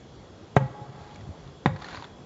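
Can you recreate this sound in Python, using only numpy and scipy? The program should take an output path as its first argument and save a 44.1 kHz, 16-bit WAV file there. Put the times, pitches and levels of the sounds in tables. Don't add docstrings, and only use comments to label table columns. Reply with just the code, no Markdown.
import sys
import numpy as np
from scipy import signal
from scipy.fft import rfft, irfft
from scipy.io import wavfile
from scipy.ndimage import uniform_filter1d

SR = 44100
rng = np.random.default_rng(int(sys.argv[2]) if len(sys.argv) > 2 else 0)


def put_to_file(sound):
    columns = np.atleast_2d(sound).T
    safe = np.clip(columns, -1, 1)
    whole_steps = np.round(safe * 32767)
    wavfile.write(sys.argv[1], SR, whole_steps.astype(np.int16))


def natural_amplitude(level_db):
    exponent = np.asarray(level_db, float) / 20
    return 10 ** exponent


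N = 99357


def evened(x):
    return x / np.sqrt(np.mean(x ** 2) + 1e-20)


def read(points, hz):
    f, value = np.transpose(points)
    return np.interp(np.log(hz + 1), np.log(f + 1), value)


def curve(points, t):
    s, db = np.transpose(points)
    return natural_amplitude(np.interp(t, np.r_[s[0] - .02, s, s[-1] + .08], np.r_[-90, db, -90]))


def add(mix, s, sound):
    part = mix[round(s * SR):][:len(sound)]
    part += sound[:len(part)]


def coloured(x, spectrum):
    gain = natural_amplitude(read(spectrum, np.fft.rfftfreq(len(x), 1 / SR)))
    return irfft(rfft(x) * gain, len(x))


def low(x, hz):
    return signal.sosfilt(signal.butter(2, min(hz, 20000), fs=SR, output="sos"), x)


# frequency in Hz, level in dB per Hz.
HUM_SPECTRUM = [(15, -28), (25, -7), (80, 0.5), (266, -8), (411, -8), (2390, -30), (3360, -28.5),
                (7440, -36), (8000, -24.5), (10400, -79), (17600, -120)]


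def hum():
    hz = np.fft.rfftfreq(1024, 1 / SR)[:, None]
    a, b, patches = rng.standard_normal((N // 256 + 5, 513, 3)).T
    patches = evened(uniform_filter1d(uniform_filter1d(patches, 10, 0), 10, 1))
    patch_db = 1.3 + 0.3 * (hz < 250)
    level_db = read(HUM_SPECTRUM, hz) - 60 * (hz > 8200) + patch_db * patches
    noise = signal.istft((a + 1j * b) * natural_amplitude(level_db), nperseg=1024, noverlap=768)[1][:N]
    return natural_amplitude(-46.5) * evened(noise)


def cricket():
    clicks_per_s, mode_hz, width_hz = 59, 3358, 44
    t = np.arange(N) / SR
    jitter = 0.01 * evened(uniform_filter1d(rng.standard_normal(N), 3000))
    phase = np.cumsum(clicks_per_s * (1 + jitter)) / SR % 1
    throb = np.exp(-np.pi * width_hz * phase / clicks_per_s) * np.minimum(phase / 0.054, 1)
    swell = natural_amplitude(2.3 * evened(uniform_filter1d(rng.standard_normal(N), 5000)))
    return natural_amplitude(-69.5) * evened(throb * swell * np.sin(2 * np.pi * mode_hz * t))


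# centre in seconds, level in dB, frequency in Hz, length in seconds.
WIND_PUFFS = [(1.2, -44, 95, 0.039), (1.238, -33, 95, 0.0094), (1.277, -31.5, 119, 0.0059),
              (1.292, -25, 106, 0.0021), (1.305, -31, 93, 0.018), (1.393, -42, 149, 0.0077),
              (1.445, -39, 50, 0.034), (.893, -37.5, 130, 0.0097), (3.6, -40.5, 83, 0.025),
              (1.48, -43.5, 138, 0.065), (0.206, -61, 71, 0.016), (0.433, -51, 87, 0.026)]


def wind():
    out = np.zeros(N)
    for s, db, hz, length in WIND_PUFFS:
        t = np.arange(-3 * length, 3 * length, 1 / SR)
        lump = np.exp(-.5 * (2 * t / length) ** 2) * np.cos(2 * np.pi * hz * t)
        add(out, s - 3 * length, -natural_amplitude(db) * lump)
    return out


def burst(db, hz, t60, tone_db, noise):
    t = np.arange(len(noise)) / SR
    tone = natural_amplitude(tone_db) * np.sqrt(2) * np.sin(2 * np.pi * hz * t)
    attack = np.minimum(t / .0016, 1)
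    return natural_amplitude(db - 11.5 - 60 * t / t60) * attack * (noise + tone)


# start in
# seconds, level in dB, frequency in Hz.
TICKS = [(0.9593, -38.5, 3490), (1.009, -37.5, 3630), (1.1097, -37, 3220), (1.145, -36, 4250),
         (1.1578, -27.5, 2220), (1.208, -35.5, 1890), (1.4385, -49, 3215), (1.475, -36.5, 3480),
         (0.5625, -16, 750)]


def ticks():
    out = np.zeros(N)
    for s, db, hz in TICKS:
        near = [(hz / 4, -14), (hz, 0), (hz * 2.1, -12)]
        noise = evened(coloured(rng.standard_normal(2048), near))
        add(out, s, burst(db, hz, 0.021, -2.5, noise))
    return out


# frequency in Hz, level in dB.
GRIT_SPECTRUM = [(500, -5), (900, 0), (1500, -6), (2100, -7), (2800, -14), (4200, -10.5), (5400, -22),
                 (7200, -21), (8000, -48)]
# time in seconds, level in dB.
DRAGS = [
    [(1.8, -51), (1.83, -47.5), (1.95, -43.5), (2.04, -51), (2.08, -58.5)],
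    [(.92, -61), (1.05, -54), (1.17, -58), (1.3, -61), (1.5, -60)],
]
# start in seconds, level in dB, low and high resonance in Hz, level of the high part in dB.
CRUNCHES = [(1.7612, -33, 926, 4300, -5.5), (1.7892, -33, 1000, 3010, -11), (1.8183, -33, 1460, 4500, -14),
            (1.82, -23, 1300, 3580, -32), (1.8432, -24, 1820, 4320, -4), (1.861, -33, 1450, 4800, -5),
            (1.866, -29.5, 1440, 4330, -2), (1.884, -26, 1410, 3770, -7), (1.903, -35, 1330, 3900, -4),
            (1.909, -30, 1580, 3570, -2), (1.9275, -27.5, 1510, 4200, -15), (1.9451, -24, 1000, 4170, -24),
            (1.954, -28.5, 1550, 3700, -5), (1.965, -35, 1900, 4700, 2.5), (1.9715, -25.5, 1490, 4270, -15),
            (1.978, -36, 1490, 4100, 2), (1.995, -36, 1070, 3900, -4), (2.023, -26, 955, 3700, -11),
            (2.0417, -27, 1540, 3520, -5), (2.049, -30, 870, 4360, -16)]


def shoe():
    grains_per_s, grain_t60 = 2500, .007
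    grains, t = np.zeros(N), np.arange(600) / SR
    for _ in range(12):
        struck = rng.random(N) < grains_per_s / SR / 12
        train = natural_amplitude(2.8 * np.minimum(rng.exponential(1, N), 4)) * struck
        grain = rng.standard_normal(600) * natural_amplitude(-60 * t / grain_t60)
        grains += signal.oaconvolve(train, grain)[:N]
    out = evened(coloured(grains, GRIT_SPECTRUM)) * sum(curve(drag, np.arange(N) / SR) for drag in DRAGS)
    for s, db, hz, high_hz, high_db in CRUNCHES:
        high_band = [(high_hz / 1.25, -24), (high_hz, 0), (high_hz * 1.2, -24)]
        noise = evened(coloured(rng.standard_normal(2048), GRIT_SPECTRUM))
        high = evened(coloured(rng.standard_normal(2048), high_band))
        add(out, s, burst(db + 2.5, hz, 0.025, -1, noise + natural_amplitude(high_db) * high))
    return out


# frequency in Hz, decay time t60 in seconds.
YARD_DECAY = [(100, 0.96), (200, 3.9), (800, 3.74), (2000, 2), (5000, 1.1)]
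# frequency in Hz, level in dB.
YARD_SPECTRUM = [(60, -5.5), (130, 0), (300, -8), (700, -5.5), (1300, -3.5), (1950, -3.5), (2800, -3),
                 (6000, 2)]


def yard(x):
    taps = np.zeros(2 * SR)
    at = np.arange(300, 2 * SR - 20, 20)
    taps[at + rng.integers(0, 20, len(at))] = rng.choice([-1., 1.], len(at))
    hz, t, z = signal.stft(taps, SR, nperseg=512)
    hz = hz[:, None]
    far = natural_amplitude(-60 * t / np.maximum(read(YARD_DECAY, hz), .1))
    near = natural_amplitude(6 - 60 * t / 0.28) * (hz > 900)
    rise = np.minimum(t / 0.021, 1)
    tail = signal.istft(z * (far + near) * rise, SR, nperseg=512)[1]
    tail = tail / np.linalg.norm(tail)
    return natural_amplitude(-14.5) * signal.fftconvolve(coloured(x, YARD_SPECTRUM), tail)[:N]


# arrival in seconds, thump in dB, thump in Hz, thump length in seconds, slap in dB.
WALL_RETURNS = [(.603, -21.5, 132.3, 0.059, -26.5), (.62, -27.5, 190, 0.016, -35),
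                (.812, -33, 132, 0.024, -44), (.865, -41, 128, 0.038, -48), (1.673, -16, 135, 0.0099, -27),
                (1.69, -27, 162.5, 0.031, -30), (1.71, -25.5, 104, 0.014, -36),
                (1.731, -27.5, 131, 0.016, -54.5), (1.75, -31.5, 114, 0.014, -47),
                (1.76, -41, 200, 0.0053, -31.5), (1.801, -40, 133.5, 0.04, -38.5)]


def echo(sound, thump_db, thump_hz, length, slap_db):
    taps = np.zeros(round(0.01 * SR) + 2)
    taps[(rng.random(5) * (len(taps) - 1)).astype(int)] = rng.uniform(-0.46, 0.27, 5)
    taps[0] = 1
    slap = low(signal.oaconvolve(np.diff(sound[:round(.1 * SR)]), taps), 1300)
    u = np.arange(len(slap)) / SR / length
    release_db = 40 * np.maximum(u - 1, 0) * length / .018
    shape = np.minimum(u / 0.11, 1) * natural_amplitude(-4 * u - release_db)
    thump = shape * np.sin(2 * np.pi * thump_hz * u * length)
    return natural_amplitude(thump_db) * thump + natural_amplitude(slap_db) * slap / abs(slap).max()


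def walls(start, sound):
    out = np.zeros(N)
    for at, *back in WALL_RETURNS:
        if 0 < at - start < .5:
            add(out, at, echo(sound, *back))
    return out


# frequency in Hz, level in dB.
AIR_MODES = [(834, 1.5), (1125, -3.5), (1400, -3.5)]
# time in seconds, lower mode in dB (the highest mode follows it),
# middle mode in dB.
RING_LEVELS = [
    [(.615, -39.5, -62), (.64, -50.5, -62), (.68, -48, -61), (.725, -65, -51), (.755, -45.5, -48.5),
     (.83, -48, -59), (.88, -63, -59), (1.08, -55.5, -75), (1.27, -69.5, -68)],
    [(1.68, -45.5, -52), (1.71, -47.5, -49), (1.74, -60, -69), (1.9, -68, -77), (2.0, -77, -79)],
]


def ring(start, points):
    t = np.arange(N) / SR
    u, points = np.maximum(t - start, 0), np.array(points)
    lower, upper = curve(points[:, :2], t), curve(points[:, ::2], t)
    heard = lower, upper, lower * natural_amplitude(-60 * u / 0.44)
    out = np.zeros(N)
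    for (hz, db), share in zip(AIR_MODES, heard):
        out += natural_amplitude(db) * share * np.sin(2 * np.pi * (hz * u + rng.random()))
    waver = natural_amplitude(2.2 * evened(uniform_filter1d(rng.standard_normal(N), size=900)))
    return np.sqrt(2) * out * waver * (t > start)


# time in seconds, slap level in dB.
CONTACTS = [
    (.5663, .3),
    (1.65942, -2.8),
]
# thump in dB, thump in Hz, shell mode in Hz, crack in dB, crack limit in Hz,
# first air mode in dB, its t60 in seconds.
IMPACTS = [
    (-8, 133, 134, -22.5, 2050, -15, 0.26),
    (-13, 169, 140, -22.5, 1980, -20, 0.39),
]
# frequency in Hz, level in dB, t60 in seconds.
SKIN_MODES = [
    [(215, -35.5, 0.12), (405, -14, 0.05), (552.5, -21, 0.089), (700, -5, 0.014), (883, -20.5, 0.11),
     (955, -21.5, 0.036), (1172, -18, 0.015), (1573, -16.5, 0.025), (1900, -13, 0.016), (2120, -32.5, .026),
     (2403, -29.5, 0.039), (3700, -26.5, 0.015), (6430, -34.5, 0.016)],
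    [(200, -28.5, 0.13), (428, -33, 0.043), (572, -26.5, 0.13), (750, -7.5, 0.018), (879, -25, 0.04),
     (1000, -33, 0.069), (1250, -19, 0.016), (1590, -17.5, 0.016), (1890, -14.5, 0.022), (2124, -36, 0.072),
     (2270, -39, 0.022), (3700, -20.5, 0.014), (6550, -46, 0.014)],
]


def bounce(slap_db, modes, thump_db, thump_hz, shell_hz, crack_db, crack_hz, air_db, air_t60):
    t = np.arange(-.002, .4, 1 / SR)
    u = np.maximum(t, 0)
    slap = -natural_amplitude(slap_db) * np.exp(-.5 * (t / .00016) ** 2)
    rise = 1 - np.exp(-(u / 0.0005) ** 2)
    rebound = u - .002
    thump = natural_amplitude(-60 * u / 0.067) * np.cos(2 * np.pi * thump_hz * rebound)
    shell = natural_amplitude(-12.5 - 60 * u / 0.12) * np.cos(2 * np.pi * shell_hz * rebound)
    air_rise = 1 - np.exp(-(u / 0.034) ** 4)
    air = natural_amplitude(air_db - 60 * u / air_t60) * air_rise * np.sin(2 * np.pi * 526 * u)
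    skin = np.zeros(len(t))
    for hz, db, t60 in modes:
        phase = 0.36 * (rng.random() - .5)
        skin += natural_amplitude(db - 60 * u / t60) * np.sin(2 * np.pi * (hz * u + phase))
    noise = np.diff(rng.standard_normal(len(t) + 1)) + 0.67 * rng.standard_normal(len(t))
    dull = low(low(low(noise, crack_hz), 1.22 * crack_hz), 1.7 * crack_hz)
    crack = natural_amplitude(crack_db - 60 * u / 0.064) * evened(dull + natural_amplitude(-30) * noise)
    return slap + rise * (natural_amplitude(thump_db) * (thump + shell + air) + skin + crack)


def scene():
    ball, after = np.zeros(N), np.zeros(N)
    for (s, slap_db), modes, impact, points in zip(CONTACTS, SKIN_MODES, IMPACTS, RING_LEVELS):
        sound = bounce(slap_db, modes, *impact)
        add(ball, s - .002, sound)
        after += ring(s, points) + walls(s, sound)
    return (hum() + cricket() + wind() + ticks() + shoe() + yard(ball) + after + ball)[None]


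def top_cut(x):
    return signal.sosfilt(signal.butter(12, 8530, fs=SR, output="sos"), x)


def record(dry):
    thin = signal.sosfilt(signal.butter(2, 70.6, "high", fs=SR, output="sos"), dry)
    edge = signal.firwin(401, 7590, window=("kaiser", 8), fs=SR)[None]
    return top_cut(signal.oaconvolve(thin, edge, "same"))


dry = scene()
out = record(dry)
put_to_file(out)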